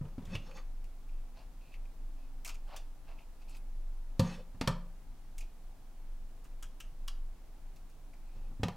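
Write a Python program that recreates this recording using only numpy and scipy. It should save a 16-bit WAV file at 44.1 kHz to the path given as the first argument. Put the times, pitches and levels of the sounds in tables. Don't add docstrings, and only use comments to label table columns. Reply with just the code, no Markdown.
import sys
import numpy as np
from scipy import signal
from scipy.fft import rfft, irfft, next_fast_len
from scipy.io import wavfile
from scipy.ndimage import map_coordinates

SR = 44100
rng = np.random.default_rng(int(sys.argv[2]) if len(sys.argv) > 2 else 0)


def persist_wave(psi):
    counts = np.round(np.clip(psi, -1, 1) * 32767).astype(np.int16)
    wavfile.write(sys.argv[1], SR, np.atleast_2d(counts).T)


N = 386316


def amp(db):
    return 10 ** (np.asarray(db) / 20)


def unit(x):
    return x / np.sqrt(np.mean(x ** 2) + 1e-20)


def along(points, hz):
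    f, values = np.transpose(points)
    return np.interp(np.log(hz + 1), np.log(f + 1), values)


def curves(rows, outside=None):
    times, *columns = np.transpose(rows)
    return [np.interp(np.arange(N) / SR, times, column, outside, outside) for column in columns]


def filtered(x, response):
    n = x.shape[-1]
    size = next_fast_len(2 * n)
    return irfft(rfft(x, size) * response(np.fft.rfftfreq(size, 1 / SR)), size)[..., :n]


def resonant(modes):
    return lambda f: sum((-1) ** k * amp(db) * 1j * f * width / (hz * hz - f * f + 1j * f * width)
                         for k, (hz, width, db) in enumerate(modes))


def steep(hz, width_hz):
    return lambda f: resonant([(hz, width_hz, 0)])(f) ** 2


def coloured(points):
    return lambda hz: amp(along(points, hz))


def grains(n, spread_db):
    return rng.standard_normal(n) * amp(spread_db * rng.standard_normal(n))


def wobble(per_s):
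    knots = rng.standard_normal(int(N * per_s / SR) + 4)
    return map_coordinates(knots, [np.arange(N) * per_s / SR])


def add(track, s, sound):
    track[round(s * SR):][:len(sound)] += sound


def friction(strokes, layers, rise_db_per_s, fall_db_per_s):
    out, t = np.zeros(N), np.arange(N) / SR
    for s, hold, *levels_db in strokes:
        end = s + abs(hold)
        near = slice(max(round((s - .2) * SR), 0), round((end + .4) * SR))
        rise_db = -rise_db_per_s * np.maximum(s - t[near], 0)
        fall_db = -fall_db_per_s * np.maximum(t[near] - end, 0)
        out[near] += sum(amp(db + rise_db + fall_db) * layer[near] for db, layer in zip(levels_db, layers))
    return out


# f/Hz, relative density/dB
AIR_SPECTRUM = [(14, -20), (22, -7), (31, -3.5), (39, -19.5), (50, -22), (62, -22.5), (82, -31),
                (145, -29.5), (200, -36), (250, -32), (409, -40), (600, -40.5), (790, -38.5), (1000, -43.5),
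                (1850, -50), (2530, -51), (3030, -52.5), (14400, -57), (16000, -58)]
# f/Hz, correlation
AIR_LIKENESS = [(60, 0.88), (150, 0.92), (380, 0.75), (950, 0.87), (2380, 0.49), (5980, 0.19),
                (15000, 0.058)]
def kitchen_air(mid_band_db=-66.5):
    def mid_and_side(hz):
        angle = np.arccos(np.clip(along(AIR_LIKENESS, hz), -1, 1)) / 2
        return amp(along(AIR_SPECTRUM, hz)) * [np.cos(angle), np.sin(angle)]
    mid, side = filtered(rng.standard_normal((2, N)), mid_and_side)
    mid_band = filtered(mid, lambda hz: (hz > 150) & (hz < 1500))
    return np.array([mid + side, mid - side]) / np.std(mid_band) * amp(mid_band_db)


# t/s, f/Hz, level/dB
LOW_HUM = [(0.0, 24.3, -46), (1.15, 23, -40), (1.51, 23.61, -49.5), (1.66, 24.9, -50), (1.95, 25.0, -43),
           (2.27, 22.07, -44), (3.27, 21.95, -43.5), (3.58, 23.7, -42.5), (4.66, 23.38, -46.5),
           (4.78, 26.4, -48), (4.9, 25.5, -45), (5.25, 22.03, -49), (5.39, 22.76, -36.5),
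           (5.51, 22.16, -49.5), (7.22, 22.1, -38), (7.49, 23.28, -50), (8.61, 23.7, -46.5),
           (8.76, 20.4, -46)]
def low_hum(waver_db=3.5):
    hz, db = curves(LOW_HUM)
    gain = amp(db + waver_db * wobble(per_s=7.7))
    return np.sqrt(2) * gain * np.sin(2 * np.pi * np.cumsum(hz) / SR)


# t/s, f/Hz, level/dB
FAINT_TONE = [(0.9, 249.9, -81), (1.08, 280.5, -74.5), (1.24, 249.8, -78.5), (2.38, 270.4, -70),
              (2.42, 253.3, -79.5), (2.89, 250.7, -76), (2.93, 285.5, -74), (3.2, 294.1, -73)]
def faint_tone():
    hz, db = curves(FAINT_TONE, outside=-150)
    return np.sqrt(2) * amp(db) * np.sin(2 * np.pi * np.cumsum(hz) / SR)


# f/Hz, t60/s
SINK_DECAY = [(300, 0.54), (1800, 0.33), (4800, 0.27), (12800, 0.14)]
def sink_reflections(x):
    out = np.zeros((2, N + SR))
    block_samples, delay_samples, width = SR // 16, 150, 0.009
    for start in range(0, N, block_samples):
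        hz, t, spectra = signal.stft(rng.standard_normal((2, SR // 3)), SR, nperseg=256)
        decay = amp(-60 * t / along(SINK_DECAY, hz)[:, None]) * (hz[:, None] > 500)
        mid, side = signal.istft(spectra * decay, SR, nperseg=256)[1]
        response = np.array([mid + width * side, mid - width * side]) / np.linalg.norm(mid)
        tail = signal.fftconvolve(x[None, start:start + block_samples], response, axes=1)
        out[:, start + delay_samples:][:, :tail.shape[1]] += tail
    return out[:, :N]


# f/Hz, width/Hz, relative level/dB
SCRAPE_MODES = [(1640, 390, 1), (1897, 104, 7), (2594, 87, 12), (3010, 360, 0), (3510, 260, 5.5),
                (4180, 440, 0), (4520, 310, 3.5), (5400, 310, 2.5), (6410, 650, 0)]
DRONE_MODES = [(530, 100, 1.5), (830, 215, -7), (1134, 280, -10)]
RUMBLE_MODES = [(100, 93, 6.5), (183.6, 83, 4.5), (316, 246, -10.5)]
# f/Hz, relative level/dB
RASP_SPECTRUM = [(2500, 5), (4000, -3.5), (5500, -10), (8000, -7.5), (11000, -14), (16000, -32)]
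# t/s, hold/s, scrape/dB, drone/dB, rumble/dB, rasp/dB
STEEL_SLIDES = [(.05, .004, -78, -60, -44, -79), (.13, .03, -82, -68, -60.5, -85),
                (.225, .02, -87, -68, -50, -75), (.27, 0.046, -79, -72, -55, -64),
                (.34, 0.0091, -51.5, -52, -41.5, -60), (.4, 0.043, -78, -74, -55, -77),
                (.47, 0.038, -67.5, -59, -59.5, -70), (.56, .03, -59.5, -54.5, -60, -70),
                (4.22, 0.056, -56.5, -54, -50, -56.5), (4.3, 0.053, -57.5, -61, -55, -56.5),
                (4.385, 0.023, -70, -59.5, -62, -70), (8.36, 0.022, -75, -70, -56.5, -93),
                (8.43, 0.044, -83, -74, -65, -91), (8.515, 0.013, -88, -71, -54, -88)]
def steel_slides():
    def shifting(modes):
        return unit(sum(amp(db + 2.8 * wobble(per_s=25))
                        * filtered(grains(N, spread_db=3), steep(hz, width_hz))
                        for hz, width_hz, db in modes))
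    layers = [shifting(modes) for modes in (SCRAPE_MODES, DRONE_MODES, RUMBLE_MODES)]
    rasp = unit(filtered(grains(N, spread_db=3), coloured(RASP_SPECTRUM)))
    return friction(STEEL_SLIDES, layers + [rasp], rise_db_per_s=600, fall_db_per_s=457)


# f/Hz, relative level/dB, t60/s
BASIN_MODES = [(72.6, -8, 0.12), (103.8, -1, 0.17), (131.8, 5, 0.17), (143, -3, 0.36), (175, -1.5, 0.53),
               (222.5, -6.5, 0.46), (253, -0.5, 0.24), (304, -29, .1), (412, -12, 0.28), (529.7, 6.5, 0.13),
               (557, -27, 0.14), (845, -23, 0.11), (917, -4.5, 0.27), (987, -2, 0.17), (1195, -1.5, 0.17),
               (1277, -4, 0.15), (1782, 1, 0.065)]
# f/Hz, relative density/dB
CLATTER_SPECTRUM = [(710, 7.5), (1200, -3), (2000, -5.5), (2510, 1), (2980, -6.5), (3290, -4.5),
                    (4080, -5.5), (10500, -26.5), (15200, -39), (16000, -63)]
# t/s, clatter/dB, its tilt/(dB per octave), boom/dB, favoured f/Hz,
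# thud/dB, clang/dB, ring length as a share of the free basin's
BASIN_BLOWS = [(.012, -75, 1, -34.5, 129, -37, -62.5, 0.84), (.181, -59, 4, -36, 252, -25.5, -59.5, 0.31),
               (.352, -37.5, 5.5, -42, 124, -32, -59, 0.62),
               (4.195, -29.5, 10, -20.5, 172.3, -18, -40.5, 0.79),
               (4.546, -69, -1.5, -53, 196.6, -41, -68, 0.71), (4.612, -30.5, 5, -26, 238, -26, -39, 0.48),
               (4.675, -26.5, 7.5, -27.5, 142, -26, -34.5, 0.91),
               (8.597, -70, -6, -40.5, 219, -32, -67, 0.98),
               (8.633, -27.5, 3.5, -24.5, 201.7, -21, -39.5, 0.54),
               (8.684, -37.5, 0.3, -44, 137.8, -31, -51.5, 0.68)]
def basin_knocks(boom_fall_db_per_octave=16.5, dull_t60_s=0.13, clatter_t60_s=0.048):
    out, t = np.zeros(N + SR), np.arange(SR // 2) / SR
    for s, clatter_db, tilt, boom_db, favoured_hz, thud_db, clang_db, length in BASIN_BLOWS:
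        for hz, mode_db, t60 in BASIN_MODES:
            mode_boom_db = boom_db - boom_fall_db_per_octave * abs(np.log2(hz / favoured_hz))
            blow_db = thud_db if hz < 115 else mode_boom_db if hz < 330 else clang_db
            cycles = hz * rng.normal(1, 0.01) * t + rng.uniform(0, 0.21)
            wave = np.sin(2 * np.pi * cycles) * (1 - np.exp(-t / 0.0021))
            add(out, s, amp(blow_db + mode_db + rng.normal(0, 3) - 60 * t / (t60 * length)) * wave)
        dull = unit(filtered(rng.standard_normal(len(t)), steep(hz=890, width_hz=940)))
        add(out, s, amp(clang_db - 3.5 - 60 * t / dull_t60_s) * dull)
        tilted = lambda hz: amp(along(CLATTER_SPECTRUM, hz) + tilt * np.log2(1 + hz / 3000))
        clatter = unit(filtered(grains(len(t), spread_db=7), tilted))
        add(out, s, amp(clatter_db - 60 * t / clatter_t60_s) * clatter)
    return out[:N]


# f/Hz, width/Hz, relative level/dB
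BLADE_MODES = [(2377, 56, 6), (2600, 220, 7)]
CRUNCH_MODES = [(2660, 390, 5), (1560, 500, -4)]
HOLLOW_MODES = [(740, 520, 18), (1350, 2800, 2.5)]
# f/Hz, relative level/dB
GRIT_SPECTRUM = [(1200, -34), (2000, 0), (3000, 5.5), (4500, 11), (7000, -5.5), (11000, -19), (16000, -9)]
# t/s, hold/s, ring/dB, squelch/dB, grit/dB
BARE_STROKES = [(1.088, 0.12, -81, -95, -97), (1.612, 0.12, -73, -95, -81), (1.744, 0.0037, -61, -79, -71),
                (1.852, 0.0045, -73, -89, -84), (2.182, 0.095, -78, -75, -82),
                (2.468, 0.0027, -72, -59, -66), (2.5, 0.0077, -56, -64, -62), (2.525, .03, -80, -82, -70),
                (3.188, .035, -67.5, -72, -81), (3.42, .004, -71, -84, -73), (3.486, .05, -73, -75, -72),
                (3.552, 0.02, -75, -74, -69), (5.42, 0.015, -68, -68.5, -71), (8.27, .22, -80, -86, -88)]
# t/s, hold/s, crunch/dB, squelch/dB, grit/dB
FLESH_STROKES = [(1.374, 0.038, -70, -65, -70), (2.69, 0.023, -75, -61.5, -72),
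                 (2.736, 0.003, -62, -54, -70), (2.764, .004, -65.5, -64, -67),
                 (3.088, 0.029, -68.5, -63, -73)]
def scissors():
    hollow = lambda hz: resonant(HOLLOW_MODES)(hz) ** 2
    bodies = resonant(BLADE_MODES), resonant(CRUNCH_MODES), hollow, coloured(GRIT_SPECTRUM)
    ring, crunch, squelch, grit = [unit(filtered(grains(N, spread_db=7), body)) for body in bodies]
    rubs = friction(BARE_STROKES, (ring, squelch, grit), rise_db_per_s=805, fall_db_per_s=707)
    cuts = friction(FLESH_STROKES, (crunch, squelch, grit), rise_db_per_s=502, fall_db_per_s=260)
    return rubs + cuts


# t/s, ring f/Hz, ring/dB, hiss f/Hz, hiss/dB,
# body/dB
BONE_SNAPS = [(0.052, 2610, -64, 4500, -73, -65), (0.084, 2380, -75, 4580, -69, -63),
              (0.2217, 3520, -65, 5080, -70, -62), (0.252, 3580, -60, 5150, -57.5, -65),
              (0.3523, 2740, -38.5, 6100, -59, -64), (0.5107, 2560, -54, 4540, -68, -57),
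              (0.5705, 1977, -50, 4440, -59, -51), (0.8413, 2660, -60, 4600, -61, -77),
              (1.0882, 2415, -64, 6630, -76, -79), (1.7382, 2410, -52, 5300, -65, -70),
              (1.853, 2350, -62.5, 5000, -75, -75), (2.448, 2400, -41, 6190, -42, -69),
              (2.4563, 2220, -51, 6180, -51, -62), (2.462, 2390, -66, 6160, -47, -56),
              (2.4756, 2560, -48, 5510, -42.5, -49), (2.4916, 2620, -43, 5330, -45, -48),
              (2.543, 2430, -54.5, 6010, -56.5, -69), (2.676, 2830, -65, 5020, -70, -68),
              (2.7047, 2780, -60, 4330, -72, -54), (2.7634, 3530, -49, 5700, -43.5, -53),
              (3.08, 2740, -67, 4597, -76, -59), (3.1883, 2330, -57.5, 5013, -77, -66),
              (3.418, 2353, -67, 4900, -72, -71), (3.482, 2257, -71, 4575, -63, -70),
              (3.494, 2400, -70, 8000, -59, -68), (3.507, 2400, -70, 7000, -61, -68),
              (3.545, 2320, -53.5, 4516, -60, -63), (3.555, 2400, -66, 7000, -63, -70),
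              (3.568, 2380, -71, 9550, -59, -74), (5.381, 2600, -49.5, 6740, -47.5, -66),
              (5.4069, 2530, -52, 5900, -53.5, -67), (6.4423, 2292, -68, 6540, -61, -72),
              (6.451, 2470, -62, 7160, -64.5, -59), (6.626, 3030, -49.5, 6450, -46.5, -52.5),
              (6.6396, 2626, -55, 6410, -58, -59), (6.8021, 2798, -44, 6070, -47.5, -52.5),
              (7.0786, 3186, -47, 4300, -42.5, -47), (7.7607, 2625, -66, 4846, -59.5, -75),
              (7.898, 2592, -73, 6220, -65, -77), (8.133, 2334, -60.5, 4566, -68, -73)]
def bone_snaps(crackle_t60_s=0.065, tick_t60_s=0.013, body_hz=1350):
    out, t = np.zeros(N + SR), np.arange(SR // 5) / SR
    envelope = amp(-60 * t / crackle_t60_s) * (1 - np.exp(-t / 0.0019))
    for s, ring_hz, ring_db, hiss_hz, hiss_db, body_db in BONE_SNAPS:
        crackle = grains(len(t), spread_db=7)
        bands = (ring_hz, 800, ring_db), (hiss_hz, 4800, hiss_db), (body_hz, 900, body_db)
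        for hz, width_hz, db in bands:
            add(out, s, amp(db) * envelope * unit(filtered(crackle, steep(hz, width_hz))))
        tick = filtered(rng.standard_normal(len(t)), resonant([(5700, 22000, 0)]))
        add(out, s, amp(hiss_db + 0.5 - 60 * t / tick_t60_s) * tick)
    return out[:N]


def scene():
    hits = basin_knocks() + bone_snaps()
    rubbing = scissors() + steel_slides()
    reflections = sink_reflections(amp(-10.5) * hits + amp(-17) * rubbing)
    return hits + rubbing + reflections + kitchen_air() + low_hum() + faint_tone()


def record(dry):
    return filtered(dry, lambda hz: hz < 15850)


dry = scene()
out = record(dry)
persist_wave(out)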